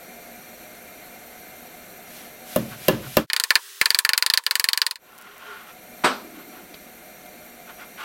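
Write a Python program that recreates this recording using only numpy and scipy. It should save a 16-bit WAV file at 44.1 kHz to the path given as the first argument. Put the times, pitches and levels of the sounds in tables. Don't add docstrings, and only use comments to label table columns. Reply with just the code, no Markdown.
import sys
import numpy as np
from scipy.fft import rfft, irfft, next_fast_len
from scipy.io import wavfile
from scipy.ndimage import map_coordinates

SR = 44100
rng = np.random.default_rng(int(sys.argv[2]) if len(sys.argv) > 2 else 0)


def log_audio(samples):
    frames = np.atleast_2d(samples).T
    limited = np.clip(frames, -1, 1)
    pcm = np.round(limited * 32767).astype(np.int16)
    wavfile.write(sys.argv[1], SR, pcm)


N = 354563
TOP_HZ = 16000


def amp(db):
    return 10 ** (np.asarray(db) / 20)


def unit(x):
    return x / np.sqrt(np.mean(x ** 2) + 1e-20)


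def along(points, hz):
    f, v = np.transpose(points)
    return np.interp(np.log(hz + 1), np.log(f + 1), v)


def level(rows, peak_share, curve):
    t = np.arange(N) / SR
    stages = np.array([0, np.clip(peak_share, .05, .95), 1])
    gain = 0
    for start_s, length_s, level_db in rows:
        swell = np.interp(t, start_s + length_s * stages, [0, 1, 0])
        gain = gain + amp(level_db) * swell ** abs(curve)
    return gain


def filtered(x, response):
    m = next_fast_len(len(x) + 8192)
    return irfft(rfft(x, m) * response(np.fft.rfftfreq(m, 1 / SR)), m)[:len(x)]


def noise(spectrum, size=N, speed=1):
    return unit(filtered(rng.standard_normal(size), lambda hz: amp(along(spectrum, hz / speed))))


def resonant_noise(peaks):
    def body(f):
        total = 0
        for k, (centre, width, db) in enumerate(peaks):
            resonance = 1j * f * width / (centre * centre - f * f + 1j * f * width)
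            total = total + (-1) ** k * amp(db) * resonance
        return total

    return unit(filtered(rng.standard_normal(N), lambda f: body(f) * np.abs(body(f)) ** (1 / 4)))


def ripple(x, spacing_hz, depth_db):
    knots = rng.standard_normal(int(SR / spacing_hz))
    return filtered(x, lambda hz: amp(depth_db * map_coordinates(knots, [hz / spacing_hz])))


def ring(modes, t, scatter_db):
    total = 0
    for hz, db, t60_s in modes:
        decay = amp(db + scatter_db * rng.standard_normal() - 60 * t / t60_s)
        total = total + decay * np.sin(2 * np.pi * hz * t)
    return total


def add(track, s, sound):
    start = round(s * SR)
    track[start:start + len(sound)] += sound[:N - start]


# freq_hz, t60_s
ROOM_DECAY = [(100, 0.73), (250, 0.45), (600, 0.39), (2000, 0.3), (6000, 0.41), (15000, 0.15)]


def reverberant(spectrum, t, speed=1):
    source = noise(spectrum, size=len(t), speed=speed)
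    centres = [hz for hz, _ in ROOM_DECAY]
    total = 0
    for share, (_, t60_s) in zip(np.eye(len(ROOM_DECAY)), ROOM_DECAY):
        points = list(zip(centres, share))
        band = filtered(source, lambda hz: along(points, hz / speed))
        total = total + band * amp(-60 * t / t60_s)
    return total


# freq_hz, level_db (relative), t60_s
JOIST_MODES = [(115.1, -32, 1), (141.5, -29, 0.69), (189.3, -10, 0.12), (230.3, -11.5, 0.29),
               (323, -21, 0.35), (359, -5.5, 0.065), (389, -7.5, 0.11), (561.3, -1.5, 0.079),
               (606, 1, 0.035), (624, -2.5, 0.073), (844, -17, 0.082), (1082, -11, 0.06),
               (1275, -16.5, 0.087), (1782, -17, 0.083), (2880, -12, 0.05)]
# (relative, per Hz)
BOARD_SPECTRUM = [(30, -27.5), (62, -9), (95, -13), (140, -5), (230, 2.5), (450, -6.5), (580, -1),
                  (780, -14.5), (1200, -11.5), (1750, -15), (2300, -20), (2900, -17.5), (4500, -25.5),
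                  (8500, -35), (16000, -21.5)]
# (relative, per Hz)
STAPLE_SPECTRUM = [(300, -15), (1200, 4), (4000, 1), (9000, -6), (13500, 4), (16000, -3.5)]
# (relative, per Hz)
FLOOR_HUM_SPECTRUM = [(45, -52), (60, -15), (85, -31), (105, -20.5), (122, -1.5), (140, 0), (165, -15),
                      (300, -71)]
FLOOR_T60_S = 0.85


def hammering(rows, speed, boards_db, boards_t60_s, room_db, steel_db, steel_t60_s, rise_s,
              spot_hz, spot_db, boom_db, body_db, hum_db):
    t = np.arange(int(SR / speed)) * speed / SR

    def boards():
        direct = amp(boards_db - 60 * t / boards_t60_s) * noise(BOARD_SPECTRUM, len(t), speed)
        return direct + amp(room_db) * reverberant(BOARD_SPECTRUM, t, speed)

    modes = [mode for mode in JOIST_MODES if mode[0] * speed < TOP_HZ]
    shared = boards()
    track = np.zeros(N)
    for s, db, thud_db, crack_db in rows:
        joist = ring(modes, t * (1 + 0.011 * rng.standard_normal()), scatter_db=2)
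        wood = (joist + shared / 2 + boards() * np.sqrt(3) / 2) * (1 - np.exp(-t / rise_s))
        snap = amp(steel_db - 60 * t / steel_t60_s) * noise(STAPLE_SPECTRUM, len(t), speed)
        colour = [(130, thud_db / 2 + boom_db), (200, thud_db + body_db), (280, thud_db + body_db),
                  (480, 0.0043), (700, 0), (950, crack_db), (5000, crack_db), (11000, 0)]
        blow = filtered(wood + snap, lambda hz: amp(along(colour, hz / speed)))
        blow = ripple(blow, spot_hz, spot_db)
        blow = blow / np.sqrt(np.mean(blow[t < 1 / 50] ** 2))
        hum = amp(hum_db - 60 * t / FLOOR_T60_S) * noise(FLOOR_HUM_SPECTRUM, len(t), speed)
        hum = hum * (1 - np.exp(-t / 0.035))
        add(track, s, amp(db) * (blow + hum))
    return track


# start_s, level_db, thud_db, crack_db
FIRST_BLOWS = [(2.5609, -16.0, 2, -4), (2.8829, -12, 0.5, 0.5), (3.169, -12.0, 2.5, 3.5)]


def first_blows():
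    return hammering(FIRST_BLOWS, 0.97, boards_db=-4.5, boards_t60_s=0.071, room_db=-15,
                     steel_db=-4.5, steel_t60_s=0.022, rise_s=0.0031, spot_hz=110.6, spot_db=1.5,
                     boom_db=-0.5, body_db=-2, hum_db=-19.0)


# start_s, level_db (relative within the run), crack_db
LAPSE_BLOWS = [(3.3006, -19.5, -4), (3.3329, -13.5, 4.5), (3.3644, -14, 4), (3.399, -13.5, 6),
               (3.4378, -14.5, 5), (3.5057, -7.5, 1), (3.5548, -6, 0.5), (3.8139, -7, 3),
               (3.8577, -9.5, 2.5), (3.9046, -9, 1), (3.9465, -10, 1.5), (3.9888, -9, 9),
               (4.0499, -10, 5.5), (4.0916, -10, 3.5), (4.1338, -11, -3), (4.1777, -11, 7.5),
               (4.2247, -11, 1.5), (4.2634, -12, 1.5), (4.3005, -11, 0.5), (4.3377, -9.5, 2),
               (4.3747, -10, 1), (4.4379, -40, 16), (4.4651, -12.5, 2), (4.5102, -12.5, 1.5),
               (4.5546, -13, 5), (4.5973, -13, 6), (4.642, -11, 5.5), (4.6878, -10, 3), (4.7323, -12, 0),
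               (4.7755, -14.5, 4.5), (4.8173, -9.5, -3.5), (4.8658, -14.5, 2), (4.9107, -20.5, 3.5),
               (4.9572, -32.5, 2)]
LAPSE_SPEED = 7.6
LAPSE_START_S, LAPSE_END_S = 3.265, 4.968


def lapse_blows():
    run = hammering(seated(LAPSE_BLOWS), LAPSE_SPEED, boards_db=4.5, boards_t60_s=0.023, room_db=-13,
                    steel_db=-6, steel_t60_s=0.01, rise_s=0.0037, spot_hz=205, spot_db=1.3,
                    boom_db=-7, body_db=2.5, hum_db=-22)
    return amp(1.5) * run


PAUSE_S = 0.055
THUD_LOOSE_DB, THUD_SEATED_DB, SEATING_BLOWS = 0.5, -8, 2.57


def seated(rows):
    blows, previous, driven = [], -np.inf, 0
    for s, db, crack_db in rows:
        driven = 0 if s - previous > PAUSE_S else driven + 1
        thud_db = THUD_SEATED_DB + (THUD_LOOSE_DB - THUD_SEATED_DB) * np.exp(-driven / SEATING_BLOWS)
        blows.append((s, db, thud_db, crack_db))
        previous = s
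    return blows


# start_s, level_db, steel_db (relative to the contact)
CLANK_CONTACTS = [(6.037, -18.5, -34), (6.043, -10.5, -20), (6.049, -27, -19), (6.061, -40, -11.5),
                  (6.070, -20, -28)]
# (relative, per Hz)
KNOCK_SPECTRUM = [(47, -64), (80, -43), (259, 0.5), (323, -13), (353, -1.5), (504, -6.5), (734, -4.5),
                  (1370, 1.5), (1900, -8.5), (4330, -14.5), (6890, -26.5), (7870, -26.5), (8410, -25),
                  (8990, -25.5), (16000, -53)]
# freq_hz, level_db (relative), t60_s
STEEL_MODES = [(8000, 3.5, 0.15), (8900, 1, 0.17), (11900, -6, 0.197)]


def clank():
    t, track = np.arange(SR // 2) / SR, np.zeros(N)
    for s, db, steel_db in CLANK_CONTACTS:
        knock = noise(KNOCK_SPECTRUM, size=len(t)) * amp(-60 * t / 0.14)
        knock = knock + amp(-6.5) * reverberant(KNOCK_SPECTRUM, t)
        steel = ring(STEEL_MODES, t * (1 + .003 * rng.standard_normal()), scatter_db=0.0)
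        onset = 1 - np.exp(-t / 0.0019)
        add(track, s, amp(db) * (knock + amp(steel_db) * steel) * onset)
    return track


# start_s, length_s, level_db
SCRAPE_STROKES = [(2.7, 0.064, -38.5), (3.02, 0.062, -41), (5.0, 0.57, -47.5), (5.37, 0.34, -41.5),
                  (5.66, 0.082, -45.5), (6.32, 0.14, -46), (6.5, 0.13, -46), (7.665, 0.068, -42.5),
                  (7.775, 0.09, -41), (7.972, 0.055, -36), (8.0, 0.1, -32)]
# freq_hz, width_hz, level_db (relative, before sharpening)
FRAME_PEAKS = [(408, 17, -2), (740, 46, -7.5), (867, 27, 1.5), (1054, 113, 0), (1430, 180, 2),
               (1890, 260, -2.5), (2800, 1240, -7)]
# start_s, level_db, t60_s
HANDLING_TICKS = [(6.741, -37.5, 0.06), (7.262, -42, 0.022)]


def ladder():
    grip = amp(1.2 * noise([(25, -1.0), (60, -13.0), (150, -56), (400, -120)]))
    load = 1 + .02 * noise([(4, 0.5), (8, -21), (30, -120)])
    frame = map_coordinates(resonant_noise(FRAME_PEAKS), [np.cumsum(load)], mode="mirror")
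    scrape = level(SCRAPE_STROKES, peak_share=0.47, curve=0.75) * unit(grip * frame)
    rock = rocking() * noise([(110, -43.5), (190, -2), (330, 5), (450, -7), (900, -56.5)])
    track = scrape + creaks() + rock
    t = np.arange(SR // 8) / SR
    for s, db, t60_s in HANDLING_TICKS:
        tick = noise([(1500, -4), (3000, 8.0), (5500, -1), (8000, -24.0)], size=len(t))
        add(track, s, amp(db - 60 * t / t60_s) * tick)
    return track


# start_s, length_s, level_db, pitch_hz (mean)
FRAME_CREAKS = [(5.16, 0.12, -54, 1405), (5.252, 0.11, -52, 415), (5.41, 0.21, -44, 1415),
                (5.44, 0.14, -48, 414)]
CREAK_WAVER = 0.0252


def creaks():
    track = np.zeros(N)
    for s, length_s, db, hz in FRAME_CREAKS:
        pitch_hz = hz * (1 + CREAK_WAVER * noise([(40, 4.5), (150, -40), (400, -120)]))
        tone = unit(np.sin(2 * np.pi * np.cumsum(pitch_hz) / SR))
        track += level([(s, length_s, db)], peak_share=0.42, curve=0.8) * tone
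    return track


ROCK_DB, ROCK_BUILD_S, ROCK_FADE_DB_PER_S, ROCK_HZ = -47, 0.23, 14, 8.2


def rocking():
    age = np.arange(N) / SR - CLANK_CONTACTS[0][0]
    build = np.clip(age / ROCK_BUILD_S, 0, 1) ** 2
    settled = age - ROCK_BUILD_S
    pulse_db = 3.8 * np.sin(-2 * np.pi * ROCK_HZ * age)
    return build * amp(ROCK_DB - ROCK_FADE_DB_PER_S * settled + pulse_db)


# (relative, per Hz)
CLOTH_SPECTRUM = [(500, -13.5), (1200, -0.5), (2800, 4.5), (6000, -0.5), (9000, -2), (12000, 4.5),
                  (16000, -7)]
REACH_S, REACH_LENGTH_S, REACH_DB = 2.06, 0.26, -44.5
SWING_LEAD_S, SWING_LENGTH_S, SWING_DB = 0.12, 0.23, -39
RECOIL_LAG_S, RECOIL_LENGTH_S, RECOIL_DB = 0.08, 0.15, -44.5


def sleeve():
    strokes = [(REACH_S, REACH_LENGTH_S, REACH_DB)]
    for s, *_ in FIRST_BLOWS:
        strokes.append((s - SWING_LEAD_S, SWING_LENGTH_S, SWING_DB))
        strokes.append((s + RECOIL_LAG_S, RECOIL_LENGTH_S, RECOIL_DB))
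    return level(strokes, peak_share=0.42, curve=0.69) * noise(CLOTH_SPECTRUM)


def foil(start_s, end_s, count, db):
    track = np.zeros(N)
    for when, size in rng.random((count, 2)):
        grain = np.hanning(SR // 250) * rng.standard_normal(SR // 250)
        add(track, start_s + when * (end_s - start_s), amp(db) * size * grain)
    return filtered(track, lambda hz: hz / (hz + 6000))


# (relative, per Hz)
LAPSE_SPECTRUM = [(120, -81), (200, -70), (330, -32), (385, -6.5), (450, -19), (560, -27.5), (968, -21),
                  (1080, -14.5), (1910, -7.5), (2130, -15), (3250, -8.5), (6640, -11.5), (11100, -13),
                  (16000, -15.5)]
# start_s, length_s, level_db
LAPSE_RUSTLES = [(3.4, 0.65, -44), (4.48, 0.25, -57.5)]
LAPSE_TONE_DB = -56


def lapse_air():
    t = np.arange(N) / SR
    inside = np.clip(np.minimum(t - LAPSE_START_S, LAPSE_END_S - t) / 0.06, 0, 1)
    gain = amp(LAPSE_TONE_DB) + level(LAPSE_RUSTLES, peak_share=0.45, curve=0.46)
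    return inside * gain * noise(LAPSE_SPECTRUM)


# (relative, per Hz)
DUCT_SPECTRUM = [(25, -16.5), (48, -8), (80, -13), (135, -11), (180, -2), (240, -5), (400, -4), (730, -7),
                 (850, -10), (1100, -14), (1400, -7.5), (1900, -10), (2350, -10.5), (3000, -20.5),
                 (6000, -35)]
# freq_hz, width_hz, level_db (relative, before sharpening)
FAN_PEAKS = [(236.2, 8.8, 0), (514, 9.3, -2.5), (612, 12.4, 0), (696.7, 23, -0.5), (747, 17.3, 0.5),
             (2103, 32, -4), (2166, 22, -6), (2366, 17, -2.5)]
# (relative, per Hz)
HISS_SPECTRUM = [(1800, -24), (2700, -3), (3600, 0), (5300, -7), (6200, -2), (7300, -4), (10500, -6),
                 (12900, 3.5), (16000, -11)]
# start_s, depth_db, recovery_s
LEVEL_DIPS = [(2.89, 4, 1.5), (4.968, 10.5, 1.08), (6.05, 2, 5.9)]
RUSH_DB, HISS_DB = -47.5, -47.5


def ventilation():
    t = np.arange(N) / SR
    rush = noise(DUCT_SPECTRUM) + amp(-1.5) * resonant_noise(FAN_PEAKS)
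    hiss = unit(ripple(noise(HISS_SPECTRUM), spacing_hz=70.16, depth_db=4.5))
    dip_db = 0
    for s, depth_db, recovery_s in LEVEL_DIPS:
        dip_db = dip_db + np.interp(t, [s, s + recovery_s], [depth_db, 0], left=0)
    return amp(-dip_db) * (amp(RUSH_DB) * rush + amp(HISS_DB) * hiss)


def scene():
    t = np.arange(N) / SR
    blows = first_blows()
    run = lapse_blows()
    crinkle = foil(start_s=5.09, end_s=5.4, count=12, db=-33.5)
    normal = blows + clank() + ladder() + crinkle + ventilation() + sleeve()
    fade = np.clip(np.maximum(LAPSE_START_S - t, t - LAPSE_END_S) / 0.075, 0, 1)
    return (fade * normal + run + lapse_air())[None]


def record(dry):
    rounded = dry / (1 + np.abs(dry / .95) ** 6) ** (1 / 6)
    return filtered(rounded[0], lambda hz: hz < TOP_HZ)[None]


dry = scene()
out = record(dry)
log_audio(out)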